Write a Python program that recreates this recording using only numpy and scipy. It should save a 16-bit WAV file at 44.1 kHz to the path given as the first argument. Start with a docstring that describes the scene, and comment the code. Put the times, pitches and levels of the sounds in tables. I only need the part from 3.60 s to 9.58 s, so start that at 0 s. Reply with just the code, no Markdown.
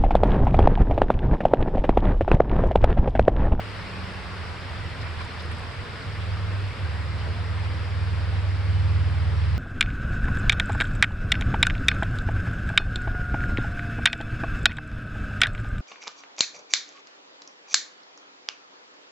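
"""From the start a creek rushes over a stony riffle in a wooded valley: churned noise, ringing bubbles, brief splashes.
Light air rumbles underneath as low noise, and a low unsteady throb, most likely a far helicopter's rotor,
sounds as harmonics of a slowly sinking beat. Faint dry ticks, puffs of treble noise, come from 1.6 to 2 s.
The throb then grows louder and steadier to the end, with two thin gliding peeps, perhaps a bird, after 5 s.
"""
import sys
import numpy as np
from scipy import signal
from scipy.fft import rfft, irfft, next_fast_len
from scipy.io import wavfile
from scipy.ndimage import uniform_filter1d, map_coordinates

SR = 44100
rng = np.random.default_rng(int(sys.argv[2]) if len(sys.argv) > 2 else 0)


def unload_wav(signal):
    """Save mono or channel-first audio to the path in sys.argv[1] as 16-bit WAV at rate SR, clipped to [-1, 1]."""
    wavfile.write(
        sys.argv[1],
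        SR,
        np.round(np.clip(np.atleast_2d(signal).T, -1, 1) * 32767).astype(np.int16),
    )


N = 263718
TIME_S = np.arange(N) / SR


def amp(db):
    """Decibels to gain."""
    return 10 ** (np.asarray(db) / 20)


def unit(x):
    """Scale to rms 1."""
    return x / np.sqrt(np.mean(np.abs(x) ** 2) + 1e-20)


def along(points, hz):
    """Join (frequency, value) points on a log frequency axis."""
    point_hz, value = np.transpose(points)
    return np.interp(np.log(hz + 1), np.log(point_hz + 1), value)


def curve(points):
    """Join (time, value) points into one value per sample."""
    point_s, value = np.transpose(points)
    return np.interp(TIME_S, point_s, value)


def wobble(knots_per_s):
    """Smooth random curve through normal random knots."""
    knots = rng.standard_normal(int(N * knots_per_s / SR) + 4)
    return map_coordinates(knots, [np.arange(N) * knots_per_s / SR])


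def filtered(x, response):
    """Multiply the spectrum of x by a response of frequency."""
    m = next_fast_len(N + SR // 2)
    hz = np.fft.rfftfreq(m, 1 / SR)
    return irfft(rfft(x, m) * response(hz), m)[..., :N]


def band(centre_hz, octaves):
    """Stereo noise of rms 1 in a bell around a pitch."""
    noise = rng.standard_normal((2, N))
    return unit(filtered(noise, lambda hz: np.exp(-(np.log2((hz + 1) / centre_hz) / octaves) ** 2)))


def swell(centre_s, length_s):
    """Bell in time, down to 1/e at length_s either side."""
    return np.exp(-((TIME_S - centre_s) / length_s) ** 2)


def placed(x, lean_db):
    """Pan x so that left is louder than right by lean_db."""
    return x * amp([[lean_db / 2], [-lean_db / 2]])


# Spectral shape of the rush, middle and sides: (frequency [Hz], gain [dB])
WATER_MID_GAIN = [(100, 4), (230, 2.5), (305, 2), (370, 0.5), (450, 2.5), (720, -1.6), (1000, 0.5),
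                  (1500, 0.5), (2100, -1.37), (3000, -7), (4100, -11), (4800, -11), (8400, -15),
                  (12200, -30)]
WATER_SIDE_GAIN = [(100, -9), (250, -8.5), (700, -8.5), (1000, -3), (1400, -5), (2100, -8.5), (3000, -11),
                   (4100, -14), (4800, -14.5), (8400, -15.5), (10500, -22.5), (12200, -35)]
# Stereo lean of the water: (frequency [Hz], left minus right [dB])
WATER_LEAN = [(200, 1), (450, 0.5), (700, -1), (1000, 0.5), (1400, 2.5), (2200, 0), (3700, -0.5), (4700, 4),
              (5600, -2.5), (6400, 3), (8200, -2.5), (11000, 0)]
FLOW_START_DB, FLOW_SINKS_DB_PER_S = -37.5, 0.245


def creek():
    """Churning water and its bubbles, spread wide by the banks; the rush slowly declines."""
    ringing = bubbles(count=4400, low_hz=399.4, high_hz=4976, cycles=17.0, rise=0.11, spread_db=1.0)
    water = unit(churn(patchy_db=1.0) + amp(-16) * ringing)
    mid, side = filtered(water, lambda hz: amp([along(WATER_MID_GAIN, hz), along(WATER_SIDE_GAIN, hz)]))
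    pair = np.array([mid + side, mid - side])
    pair = filtered(pair, lambda hz: amp(along(WATER_LEAN, hz) * np.array([[0.5], [-0.5]])))
    flow_db = FLOW_START_DB - FLOW_SINKS_DB_PER_S * TIME_S
    return unit(pair) * amp(flow_db + 0.13 * wobble(knots_per_s=8.6))


def churn(patchy_db):
    """Turbulence: two white noises whose strength shifts in patches of time and pitch."""
    spectra = signal.stft(rng.standard_normal((2, N)), nperseg=512)[2]
    field = rng.standard_normal(spectra.shape)
    field = uniform_filter1d(field, size=5, axis=1)  # across pitch
    field = uniform_filter1d(field, size=8, axis=2)  # across time
    return unit(signal.istft(spectra * amp(patchy_db * unit(field)), nperseg=512)[1][:, :N])


def bubbles(count, low_hz, high_hz, cycles, rise, spread_db):
    """Bubbles ring, decaying over a set number of cycles, and rise in pitch as they near the surface."""
    when, pitch, size, side = rng.random((count, 4)).T[:, :, None]
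    hz = low_hz * (high_hz / low_hz) ** pitch
    k = np.arange(SR // 40)
    age = k / SR * hz / cycles  # 1 after the set number of cycles
    tone = np.sin(2 * np.pi * cycles * age * (1 + rise * np.minimum(age, 2) / 2))
    ring = tone * np.exp(-2 * age) * (1 - np.exp(-20 * age))
    ring *= hz * amp(-spread_db * np.log(np.maximum(size, 0.01)))  # few are much louder than the rest
    at = ((when * N).astype(int) + k).ravel()
    turn = (side - 0.5) * np.pi
    mid_side_gains = (np.cos(turn), np.sin(turn))
    return unit(np.array([np.bincount(at, (ring * gain).ravel(), N)[:N] for gain in mid_side_gains]))


# Brief swells of the splashing: (time [s], level [dB], centre [Hz], length [s])
SPLASH_EVENTS = [(0.932, -46, 720, .025), (1.103, -49, 650, 0.016), (1.418, -43, 4000, 0.015),
                 (1.464, -42, 1400, 0.021), (1.61, -38, 1180, 0.024), (1.613, -45, 3500, 0.022),
                 (1.805, -41.5, 4000, 0.01), (1.917, -40.5, 1680, 0.017), (2.62, -44, 2200, .015),
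                 (3.608, -48, 3200, 0.031), (3.68, -43, 650, 0.02), (4.054, -43, 1500, .018),
                 (4.765, -44, 1700, .025)]


def splashes():
    """Now and then the water slops a little louder: swells of octave-scale noise."""
    return sum(amp(level_db) * swell(start_s, length_s) * band(hz, octaves=1.0)
               for start_s, level_db, hz, length_s in SPLASH_EVENTS)


# Larger bubbles: (time [s], level before the +0.5 dB trim and the envelope [dB], pitch [Hz])
GURGLE_EVENTS = [(0.545, -37, 2660), (1.428, -36, 1800), (1.605, -34, 1030), (1.607, -37, 2310),
                 (1.659, -33, 940), (1.909, -34, 440), (2.029, -41, 2520), (2.436, -35, 1360),
                 (2.769, -35, 1190), (3.253, -34, 1540), (3.607, -38, 2980), (3.784, -39, 686),
                 (4.031, -35, 856), (4.049, -40, 2410)]


def gurgles(rise_s=0.0023, decay_60db_s=0.066, glide_per_s=2.07, trim_db=0.5):
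    """Single bubbles ring briefly and rise in pitch, each at its own place in the riffle."""
    out = np.zeros((2, N + SR))
    t = np.arange(SR // 10) / SR
    envelope = (1 - np.exp(-t / rise_s)) * amp(-60 * t / decay_60db_s)
    for start_s, level_db, hz in GURGLE_EVENTS:
        tone = np.sin(2 * np.pi * hz * t * (1 + glide_per_s * t / 2))
        ring = amp(level_db + trim_db) * envelope * tone
        start = round(start_s * SR)
        out[:, start:start + len(t)] += placed(ring, lean_db=2 * rng.standard_normal())
    return out[:, :N]


# Blade passes, sinking with the Doppler shift: (time [s], beat [Hz])
BLADE_BEAT = [(0, 20.85), (1.8, 20.37), (3.3, 19.58), (3.9, 19.44), (4.25, 19.48), (4.6, 19.26),
              (5.1, 19.15), (5.98, 19.15)]
# Mean level of the two strongest partials; also drives boom and steadiness: (time [s], level [dB])
THROB_LEVEL = [(0, -39), (0.45, -40.5), (0.68, -50), (0.88, -36.5), (1.08, -45.5), (1.42, -34),
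               (1.68, -39.5), (1.88, -35.5), (2.15, -40), (2.33, -40.5), (2.44, -44), (2.48, -33.5),
               (2.9, -28.5), (3.08, -29.5), (3.18, -44), (3.24, -30.5), (3.55, -31), (4.15, -28.5),
               (4.26, -32), (4.33, -27), (4.92, -26.5), (5.28, -22), (5.55, -24), (5.98, -23.5)]
# Balance of the two strongest partials: (time [s], upper minus lower [dB])
THROB_TILT = [(0.1, 7), (0.7, -9), (1.4, 2), (1.68, -18), (2.1, -1), (2.48, 9), (2.6, 1.5), (3.05, 9.5),
              (3.3, -5.5), (3.85, 2), (4.4, 0.5), (5.05, 5), (5.65, -1)]
# Weak low partials: (multiple of the beat, level relative to the boom [dB])
BOOM_PARTIALS = [(2, -8), (3, 2)]
# Partials of the blade slap: (multiple of the beat, level relative to the slap [dB])
SLAP_PARTIALS = [(6, -4.5), (7, 2), (8, -23), (10, -23), (11, -14), (12, -22.5)]
# Blade slap, which sharpens as the rotor nears: (time [s], level [dB])
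SLAP_CURVE = [(0, -59), (1.6, -52.5), (2.45, -47.5), (3.0, -54), (3.3, -45.5), (5.08, -47.5), (5.28, -39.5),
              (5.98, -36.5)]
# Hum on the ninth multiple of the beat, which comes and goes: (time [s], level [dB])
HUM_CURVE = [(0, -55), (.37, -45.5), (.65, -51.5), (1.5, -60), (1.95, -48.5), (2.25, -54), (2.58, -49),
             (2.9, -47), (3.15, -61), (3.55, -48), (3.92, -47), (4.07, -52), (4.3, -48), (5.5, -50),
             (5.98, -43.5)]
MIDWAY_DB = -36.5  # rotor loudness halfway through its approach
BOOM_MIDWAY_DB, BOOM_DB_PER_DB = -45, 0.31  # the longest waves fade least
SCATTER_MIDWAY_DB, SCATTER_LOSS_DB_PER_DB = -18, 2.6  # slope-scattered over direct sound
FADE_DB, FADE_KNOTS_PER_S = 1.4, 4.9  # each weak partial fades by itself
DISPERSION_RAD = 1.4  # how far the path spreads each thump


def rotor():
    """Each blade pass is one soft thump, a sum of partials that flutter less the louder the rotor is."""
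    level_db, tilt_db, slap_db = curve(THROB_LEVEL), curve(THROB_TILT), curve(SLAP_CURVE)
    near_db = level_db - MIDWAY_DB
    phase = 2 * np.pi * np.cumsum(curve(BLADE_BEAT)) / SR
    scattered = 1 / (1 + amp(SCATTER_LOSS_DB_PER_DB * near_db - SCATTER_MIDWAY_DB) ** 2)  # power share

    lower_db = level_db - 10 * np.log10((1 + amp(tilt_db) ** 2) / 2)  # the two strongest split the power
    boom_db = BOOM_MIDWAY_DB + BOOM_DB_PER_DB * near_db
    weak = [(k, boom_db + db) for k, db in BOOM_PARTIALS]
    weak += [(k, slap_db + db) for k, db in SLAP_PARTIALS]
    partials = [(4, lower_db), (5, lower_db + tilt_db), (9, curve(HUM_CURVE))]
    partials += [(k, db + FADE_DB * wobble(FADE_KNOTS_PER_S)) for k, db in weak]

    throb = np.zeros(N)
    for k, db in partials:
        flutter = unit(wobble(8.3) + 1j * wobble(8.2))
        path = np.sqrt(1 - scattered) + np.sqrt(scattered) * flutter
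        smear = DISPERSION_RAD * (4.5 * np.log(k / 4.5)) ** 2  # higher partials arrive later, rounding the thump
        throb += amp(db + 3) * np.real(path * np.exp(1j * (k * phase - smear)))  # +3 dB: rms to peak
    return placed(throb, lean_db=1.0)


# Dry ticks: (time [s], level before the +6 dB trim [dB], pitch [Hz])
TICK_EVENTS = [(1.618, -51, 8200), (1.627, -50, 7950), (1.643, -47, 8100), (1.65, -46, 7700),
               (1.824, -46.5, 8900), (1.858, -51, 9400), (1.916, -42, 8340), (1.924, -48, 8600),
               (1.948, -48, 6800), (1.984, -42, 8400), (1.996, -48, 9000)]


def ticks(decay_60db_s=0.014, trim_db=6.0):
    """Tiny dry snaps: puffs of narrow treble noise that start abruptly and die at once."""
    out = np.zeros((2, N))
    for start_s, level_db, hz in TICK_EVENTS:
        decay = (TIME_S >= start_s) * amp(-60 * np.abs(TIME_S - start_s) / decay_60db_s)
        out += amp(level_db + trim_db) * decay * band(hz, octaves=0.28)
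    return out


# Thin peeps, perhaps of a far bird: (time [s], level [dB], pitch [Hz], length [s])
PEEP_EVENTS = [(5.16, -51.5, 3000, 0.05), (5.795, -53, 5480, .048)]


def peeps(fall_per_s=0.098):
    """Short whistles: swelling sines whose pitch sags by twice fall_per_s, as a fraction."""
    out = np.zeros(N)
    for centre_s, level_db, hz, length_s in PEEP_EVENTS:
        t = TIME_S - centre_s
        out += amp(level_db) * swell(centre_s, length_s) * np.sin(2 * np.pi * hz * t * (1 - fall_per_s * t))
    return out


# Spectral shape of the air's low rumble: (frequency [Hz], gain [dB])
AIR_GAIN = [(15, -32), (26, -17), (36, 0.5), (55, -8.5), (90, 9), (125, -2.5), (170, -9), (260, -28),
            (500, -43)]
AIR_START_DB, AIR_RISES_DB_PER_S = -39.5, 0.5


def air():
    """Low noise, alike on both sides, that comes in soft lumps and slowly grows."""
    rumble = filtered(rng.standard_normal(N), lambda hz: amp(along(AIR_GAIN, hz)) * (hz < 600))
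    level_db = AIR_START_DB + AIR_RISES_DB_PER_S * TIME_S
    return unit(rumble) * amp(level_db + 1.4 * wobble(knots_per_s=10))


def scene():
    """Sum of the water, the far rotor, the small sounds and the air."""
    return creek() + splashes() + gurgles() + rotor() + ticks() + peeps() + air()


# Treble response of both microphones: (frequency [Hz], gain [dB])
MIC_GAIN = [(5100, 0.5), (5500, -3.5), (5900, -10.5), (6400, -14.5), (7200, -11), (8500, -9.5)]


def record(dry, left_cut_hz=92, top_hz=12280):
    """First-order bass cut in the left microphone; both dull the treble and stop at top_hz."""
    left = filtered(dry[0], lambda hz: 1j * hz / (1j * hz + left_cut_hz))
    return filtered(np.array([left, dry[1]]), lambda hz: amp(along(MIC_GAIN, hz)) * (hz < top_hz))


dry = scene()
out = record(dry)
unload_wav(out)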